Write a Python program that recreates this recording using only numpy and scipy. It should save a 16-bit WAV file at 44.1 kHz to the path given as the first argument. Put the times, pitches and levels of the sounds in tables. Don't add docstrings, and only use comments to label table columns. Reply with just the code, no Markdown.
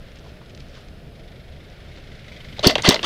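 import sys
import numpy as np
from scipy import signal
from scipy.fft import rfft, irfft, next_fast_len
from scipy.io import wavfile
from scipy.ndimage import map_coordinates

SR = 44100
rng = np.random.default_rng(int(sys.argv[2]) if len(sys.argv) > 2 else 0)


def magnitude_from_level(level_db):
    exponent = np.asarray(level_db, float) / 20
    return 10 ** exponent


def inscribe(sig):
    pcm = np.round(np.clip(np.atleast_2d(sig).T, -1, 1) * 32767)
    wavfile.write(sys.argv[1], SR, pcm.astype(np.int16))


N = 134505

# start t/s, piston release t/s, stop t/s, gear level/dB, whine level/dB
MOTOR_RUNS = [
    (2.628, 2.661, 2.734, -15, -22),
    (2.833, 2.8796, 2.985, -15.5, -23),
    (3.03, 3.077, 3.15, -13, -23),
]


def unit(x):
    return x / np.sqrt(np.mean(x ** 2) + 1e-20)


def along(points, hz):
    f, v = np.transpose(points)
    return np.interp(np.log(hz + 1), np.log(f + 1), v)


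def wobble(rate):
    knots = rng.standard_normal(int(N * rate / SR) + 4)
    return map_coordinates(knots, [np.arange(N) * rate / SR])


def filtered(x, response):
    m = next_fast_len(len(x) + 8192)
    return irfft(rfft(x, m) * response(np.fft.rfftfreq(m, 1 / SR)), m)[:len(x)]


def peak(f, hz, width):
    return 1j * f * width / (hz * hz - f * f + 1j * f * width)


def add(out, s, sound):
    part = out[round(s * SR):][:len(sound)]
    part += sound[:len(part)]


def puff(response, t60, rise=0.00019):
    t = np.arange(SR // 8) / SR
    noise = unit(filtered(rng.standard_normal(len(t)), response))
    return noise * magnitude_from_level(-60 * t / t60) * (1 - np.exp(-t / rise))


def struck(hz, t60):
    t = np.arange(SR // 20) / SR
    onset = 1 - np.exp(-(t / .00025) ** 2)
    return magnitude_from_level(-60 * t / t60) * onset * np.sin(2 * np.pi * hz * t)


def outdoors():
    # f/Hz, level/dB
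    rumble_tone = [(8.8, -36), (15, 0.5), (76, -2.5), (97, -7.5), (135, -4), (272, -16.5), (622, -16.5),
                   (668, -18), (1000, -35.5), (1300, -43), (2200, -120)]
    # f/Hz, level/dB
    leaf_tone = [(600, -22), (950, -9), (1400, 1.5), (2100, -0.5), (3400, -2), (5200, -9), (5700, -14),
                 (8500, -28), (11000, -52)]
    # t/s, level/dB
    leaf_swell = [(0, 1.5), (.42, -0.5), (.75, 0.5), (1.15, -2), (1.45, -1.5), (1.7, 1.5), (2.25, 2),
                  (2.6, 4.5), (3.05, 11)]
    # t/s, level/dB
    hiss_level = [(0, -69), (2.2, -70), (2.4, -66.5), (2.95, -59.5), (3.05, -59)]
    # f/Hz, level/dB, width/Hz
    hums = [(75.9, -51.5, 4.4), (5144, -74.5, 120), (10220, -86, 90)]
    rumble_db, leaf_db = -41.5, -54
    whistle_hz, whistle_db = 10220, -78.5
    t = np.arange(N) / SR

    def noise(response):
        return unit(filtered(rng.standard_normal(N), response))

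    rumble = magnitude_from_level(rumble_db + .6 * wobble(14)) * noise(lambda f: magnitude_from_level(along(rumble_tone, f)))
    swell = np.interp(t, *np.transpose(leaf_swell)) + 0.29 * wobble(14.9)
    leaves = magnitude_from_level(leaf_db + swell) * noise(lambda f: magnitude_from_level(along(leaf_tone, f)))
    whistle = magnitude_from_level(whistle_db + wobble(8)) * np.sin(2 * np.pi * whistle_hz * t + .4 * wobble(30))
    hiss = magnitude_from_level(np.interp(t, *np.transpose(hiss_level))) * noise(lambda f: peak(f, 9400, 12000))
    hum = sum(magnitude_from_level(db) * noise(lambda f: peak(f, hz, w) ** 2) for hz, db, w in hums)
    return rumble + leaves + whistle + hiss + hum


def rustle():
    # t/s, peak level/dB, ring f/Hz
    buckles = [(.085, -38, 3000), (.118, -39, 3140), (0.158, -36, 4730), (0.187, -38, 4770),
               (.194, -38.5, 4760), (.292, -40, 2900), (0.46, -37, 2500), (0.497, -40, 4470),
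               (.549, -32.5, 4370), (.5535, -42, 4400), (0.5754, -33.5, 2800), (.5985, -37, 3950),
               (0.685, -39, 4000), (.7635, -41, 3800), (0.771, -40, 3600), (0.885, -34, 3130),
               (1.70, -40, 4950), (2.28, -42, 7500)]
    # centre t/s, length/s, level/dB, centre f/Hz
    rubs = [(0.167, 0.013, -50.5, 2300), (0.263, 0.026, -47, 350), (0.258, .02, -54, 750),
            (0.42, .015, -54, 1000), (0.263, 0.028, -43, 28), (1.16, 0.051, -55.5, 320),
            (2.606, 0.023, -35.5, 120), (2.53, 0.06, -44, 111), (2.81, 0.042, -37.5, 137),
            (0.275, 0.051, -55, 3200), (.503, .008, -47.5, 2600), (0.37, .007, -53, 2000),
            (0.615, .02, -54.5, 3900), (0.79, 0.019, -44.5, 410), (0.77, 0.023, -50, 1120),
            (0.765, 0.08, -53, 3500), (1.974, 0.038, -53.5, 3300), (1.978, 0.018, -48, 410)]
    out, t = np.zeros(N), np.arange(N) / SR
    for s, db, hz in buckles:
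        tick = puff(lambda f: peak(f, hz, 1.6 * hz) ** 2 / (1 + (f / 7000) ** 8), .014)
        add(out, s, magnitude_from_level(db - 6) * tick)
    for s, length, db, hz in rubs:
        grain = rng.standard_normal(N) * magnitude_from_level(4 * wobble(250))
        rub = unit(filtered(grain, lambda f: peak(f, hz, 1.2 * hz) ** 2 / (1 + (f / 6500) ** 4)))
        out += magnitude_from_level(db) * np.exp(-((t - s) / length) ** 2) * rub
    return out


def far_rifle():
    # first shot t/s, last shot t/s, rate/Hz, first level/dB, last level/dB
    bursts = [
        (1.152, 1.61, 24.5, -43.5, -45),
        (1.639, 1.89, 24.5, -46, -45),
        (2.602, 3.05, 24.6, -34, -41.5),
    ]
    # t/s, peak level/dB, ring f/Hz
    timed_burst_shots = [(1.9138, -39.5, 2040), (1.9527, -39.5, 2070), (1.9702, -37.5, 2120),
                         (2.036, -37.5, 2020), (2.0694, -38.5, 2120), (2.1163, -37, 2240), (2.1483, -35, 2010),
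                         (2.1877, -36, 2070), (2.2411, -37, 2940), (2.2635, -41.5, 2310), (2.2795, -32, 2120),
                         (2.3169, -31.5, 2300), (2.3418, -37, 2240), (2.361, -32, 3470), (2.4025, -33, 2980),
                         (2.4436, -32.5, 2190), (2.484, -33.5, 2170), (2.5249, -33, 2950), (2.5647, -30.5, 2440),
                         (2.5928, -18, 4150)]
    # f/Hz, level/dB
    shot_tone = [(590, -38), (1000, -6), (1240, -21), (1480, -9), (1630, -8.5), (2130, 4), (2670, -8.5),
                 (3430, 0), (9000, -28.5), (11700, -61), (19800, -120)]
    ring_db, body_db, wash_db = -5.5, -6.5, -12
    out = np.zeros(N)

    def shot_noise(t60, rise):
        return puff(lambda f: magnitude_from_level(along(shot_tone, f)), t60, rise)

    def body():
        return shot_noise(t60=.085, rise=.003)

    def wash():
        return shot_noise(t60=0.3, rise=.015)

    for first, last, rate, db, end_db in bursts:
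        for s in np.arange(first, last, 1 / rate):
            level = np.interp(s, [first, last], [db, end_db]) + rng.normal(0, 1)
            add(out, s, magnitude_from_level(level - 2.0) * body())
            add(out, s, magnitude_from_level(level - 11.0 + wash_db) * wash())
    for s, db, hz in timed_burst_shots[:-1]:
        add(out, s, magnitude_from_level(db + ring_db) * puff(lambda f: peak(f, hz, 350) ** 2, .04, rise=0.0028))
        add(out, s, magnitude_from_level(db + body_db) * body())
        add(out, s, magnitude_from_level(db + body_db + wash_db) * wash())
    return out


def banks(x):
    out, step_s = np.zeros(N), .02
    for s in np.arange(MOTOR_RUNS[0][0] - .06, N / SR, step_s):
        tail = puff(lambda f: peak(f, 1630, 6600) * peak(f, 2300, 14000), t60=0.16, rise=0.0092)
        piece = x[round(s * SR):round((s + step_s) * SR)]
        add(out, s, signal.fftconvolve(piece, tail / np.linalg.norm(tail)))
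    return out


def latches():
    # t/s, peak level/dB, ring f/Hz, low knock level/dB
    ticks = [(2.583, -30, 3520, -32.5), (2.593, -15, 3830, -25), (2.6442, -4, 3300, -10.5),
             (2.6962, -5.5, 2920, -11), (2.708, -18, 4970, -25), (2.7543, -3.5, 3150, -19),
             (2.7566, -11.5, 2920, -10), (2.7592, -19, 3220, -15.5), (2.7803, -25, 3260, -30),
             (2.7817, -13, 3260, -15), (2.785, -15.5, 2030, -26), (2.7914, -22, 3340, -30),
             (2.7957, -16.5, 2050, -32), (2.801, -23, 2900, -27.5), (2.633, -17, 2930, -32),
             (2.7008, -13, 3570, -17.5), (2.8586, -11, 3340, -25), (2.876, -6, 4140, -14),
             (2.9205, -13, 3620, -14.5), (2.9276, -16, 3040, -17), (2.8213, -21, 4200, -49),
             (2.8225, -17.5, 6360, -51), (2.8343, -20, 3480, -37), (2.8423, -16, 3300, -23),
             (2.846, -9.5, 2980, -11.5), (2.907, -2.5, 3530, -8.5), (2.911, -8, 3650, -22),
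             (2.9437, -5, 4220, -12.5), (2.958, -12.5, 3440, -17.5), (2.963, -13, 2040, -37),
             (2.9928, -16.5, 2800, -26.5), (3.0295, -14.5, 3700, -23.5)]
    # t/s, peak level/dB, ring f/Hz
    pings = [(2.662, -29, 8200), (2.7082, -32, 13500), (2.7545, -33, 8400), (2.7802, -43, 8400),
             (2.7912, -46, 8500), (2.797, -49, 8600), (2.8215, -27.5, 8200), (2.672, -13.5, 13000),
             (2.8908, -17, 14400), (2.6768, -20, 10800), (2.895, -35, 11500), (2.9, -17, 7900),
             (2.9195, -35, 13800), (2.9455, -40, 12000)]
    tick_t60_s, ring_db = 0.023, -4.5
    knock_hz, knock_t60_s = 530, 0.029
    out = np.zeros(N)
    for s, db, hz, knock_db in ticks:
        rattle = puff(lambda f: peak(f, hz, 0.68 * hz) ** 2 / (1 + (f / 7000) ** 6), tick_t60_s)
        knock = puff(lambda f: peak(f, knock_hz, 630) ** 2, knock_t60_s, rise=0.00046)
        add(out, s, magnitude_from_level(db + ring_db) * struck(hz, 0.61 * tick_t60_s))
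        add(out, s, magnitude_from_level(db - 8.5) * rattle)
        add(out, s, magnitude_from_level(knock_db) * knock)
    for s, db, hz in pings:
        add(out, s, magnitude_from_level(db) * puff(lambda f: peak(f, hz, 0.22 * hz) ** 2, t60=.012))
    return out


def brief_tones():
    songs = [(2.656, 0.0084, 5000, -30), (2.642, 0.006, 600, -16.5), (2.72, 0.013, 640, -23),
             (2.851, 0.0046, 560, -16), (2.872, 0.0087, 2020, -18), (2.868, 0.0057, 4070, -18),
             (2.925, 0.0093, 2020, -22.5), (2.942, 0.0089, 600, -19)]
    t = np.arange(N) / SR
    out = np.zeros(N)
    for s, length, hz, db in songs:
        tone = np.sin(2 * np.pi * hz * t + .5 * wobble(150))
        out += magnitude_from_level(db) * np.exp(-((t - s) / length) ** 2) * tone
    return out


def gears():
    # f/Hz, width/Hz, level/dB
    resonances = [(357, 300, -5.5), (626, 198, 2), (840, 290, -5.5), (1120, 250, -9.5), (2064, 190, -3),
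                  (1510, 450, -13.5), (2800, 750, -4.5), (3560, 450, 1), (4070, 540, -5.5), (4490, 360, -0.5),
                  (5360, 550, -9), (6120, 400, -8), (8600, 1250, -16.5)]
    teeth_per_s, tooth_scatter_db, grind_db = 1800, 3, -3
    spin_up_s, slack_s, pick_up_s, coast_s = 0.023, 0.0025, 0.023, 0.048
    start_db, slack_db, after_db, stop_db = -14, -1, -4, -29
    whine_from_hz, whine_hz_per_s, whine_s = 770, 33200, 0.03
    patch_db, patch_per_s = 2.5, 140
    top_roll_hz = 7500
    t = np.arange(N) / SR
    size = magnitude_from_level(tooth_scatter_db * rng.standard_normal(N))
    teeth = (rng.random(N) < teeth_per_s / SR) * size * rng.choice([-1, 1], N)
    drive = unit(teeth) + magnitude_from_level(grind_db) * rng.standard_normal(N)
    load, whine = np.zeros(N), np.zeros(N)
    for start, release, stop, db, whine_db in MOTOR_RUNS:
        times = [start, start + spin_up_s, release, release + slack_s,
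                 release + pick_up_s, release + coast_s, stop]
        shape = np.interp(t, times, [start_db, 0, 0, slack_db, after_db, after_db - 1.5, stop_db])
        load += magnitude_from_level(db + shape) * (t > start) * (t < stop)
        u = t - start
        hump = np.sin(np.pi * np.clip(u / whine_s, 0, 1)) ** 2
        turns = whine_from_hz * u + whine_hz_per_s * u * u / 2
        whine += magnitude_from_level(whine_db) * hump * np.sin(2 * np.pi * turns)
    modes = [(-1) ** k * magnitude_from_level(db + patch_db * wobble(patch_per_s)) * drive
             for k, (hz, width, db) in enumerate(resonances)]

    def ring(gain):
        return sum(filtered(x * gain, lambda f: peak(f, hz, width) / (1 + 1j * f / top_roll_hz) ** 3)
                   for x, (hz, width, db) in zip(modes, resonances))

    return ring(load) / np.std(ring(1)) + whine


def piston():
    # delay after release t/s, f/Hz, peak level/dB, T60/s, direction
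    swings = [(.0012, 340, -2, .033, 1), (.0056, 170, 0, .03, 1), (.0092, 250, -3, .026, -1),
              (.0132, 400, -5, .03, 1), (.0056, 95, -12, .06, 1), (.002, 700, -13, .03, -1),
              (.0135, 280, -12, .05, -1)]
    # t/s, peak level/dB, ring f/Hz, T60/s
    slams = [(2.6692, -4, 5800, .011), (2.6708, -7, 5400, .01), (2.6722, 3, 4450, .007),
             (2.6731, 6, 4450, .0045), (2.6767, 0, 4600, .004), (2.6795, -13, 4800, .02),
             (2.8876, -8, 4500, .01), (2.8885, -3, 6050, .013), (2.8894, -2, 4450, .01),
             (2.8909, 4, 4060, .007), (2.8916, 1, 5600, .005), (2.8951, -7, 3900, .004),
             (2.8975, -17, 5500, .022)]
    # f/Hz, level/dB
    slam_tone = [(800, -26), (2500, -13), (4500, -4), (7000, -13), (10000, -21), (13500, -22), (15500, -30)]
    swing_rise_s = 0.00087
    shudder_db, shudder_hz, shudder_t60_s = -32, 213, 0.67
    ring_db, noise_db = -0.5, -3
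    out, t = np.zeros(N), np.arange(SR // 10) / SR
    for start, release, *rest in MOTOR_RUNS:
        for delay, hz, db, t60, way in swings:
            envelope = magnitude_from_level(db - 60 * t / t60) * (1 - np.exp(-t / swing_rise_s))
            add(out, release + delay, way * envelope * np.sin(2 * np.pi * hz * t))
        shudder = puff(lambda f: peak(f, shudder_hz, 260) ** 2, shudder_t60_s, rise=0.005)
        add(out, release + .02, magnitude_from_level(shudder_db) * shudder)
    for s, db, hz, t60 in slams:
        noise = puff(lambda f: magnitude_from_level(along(slam_tone, f) - 4) + peak(f, hz, 700), t60)
        add(out, s, magnitude_from_level(db + noise_db) * noise)
        add(out, s, magnitude_from_level(db + ring_db) * struck(hz, 1.1 * t60))
    return out


def scene():
    near = gears() + brief_tones() + piston() + latches()
    echo = magnitude_from_level(-19) * banks(near)
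    return (near + echo + far_rifle() + rustle() + outdoors())[None]


def band_limit(x):
    return signal.sosfilt(signal.butter(12, 15690, fs=SR, output="sos"), x)


def record(dry):
    top, knee, band_edge_hz = 1.0, 12, 15750
    limited = dry[0] / (1 + np.abs(dry[0] / top) ** knee) ** (1 / knee)
    mix = filtered(limited, lambda f: 1 / (1 + (f / band_edge_hz) ** 60))[None]
    return band_limit(mix)


dry = scene()
out = record(dry)
inscribe(out)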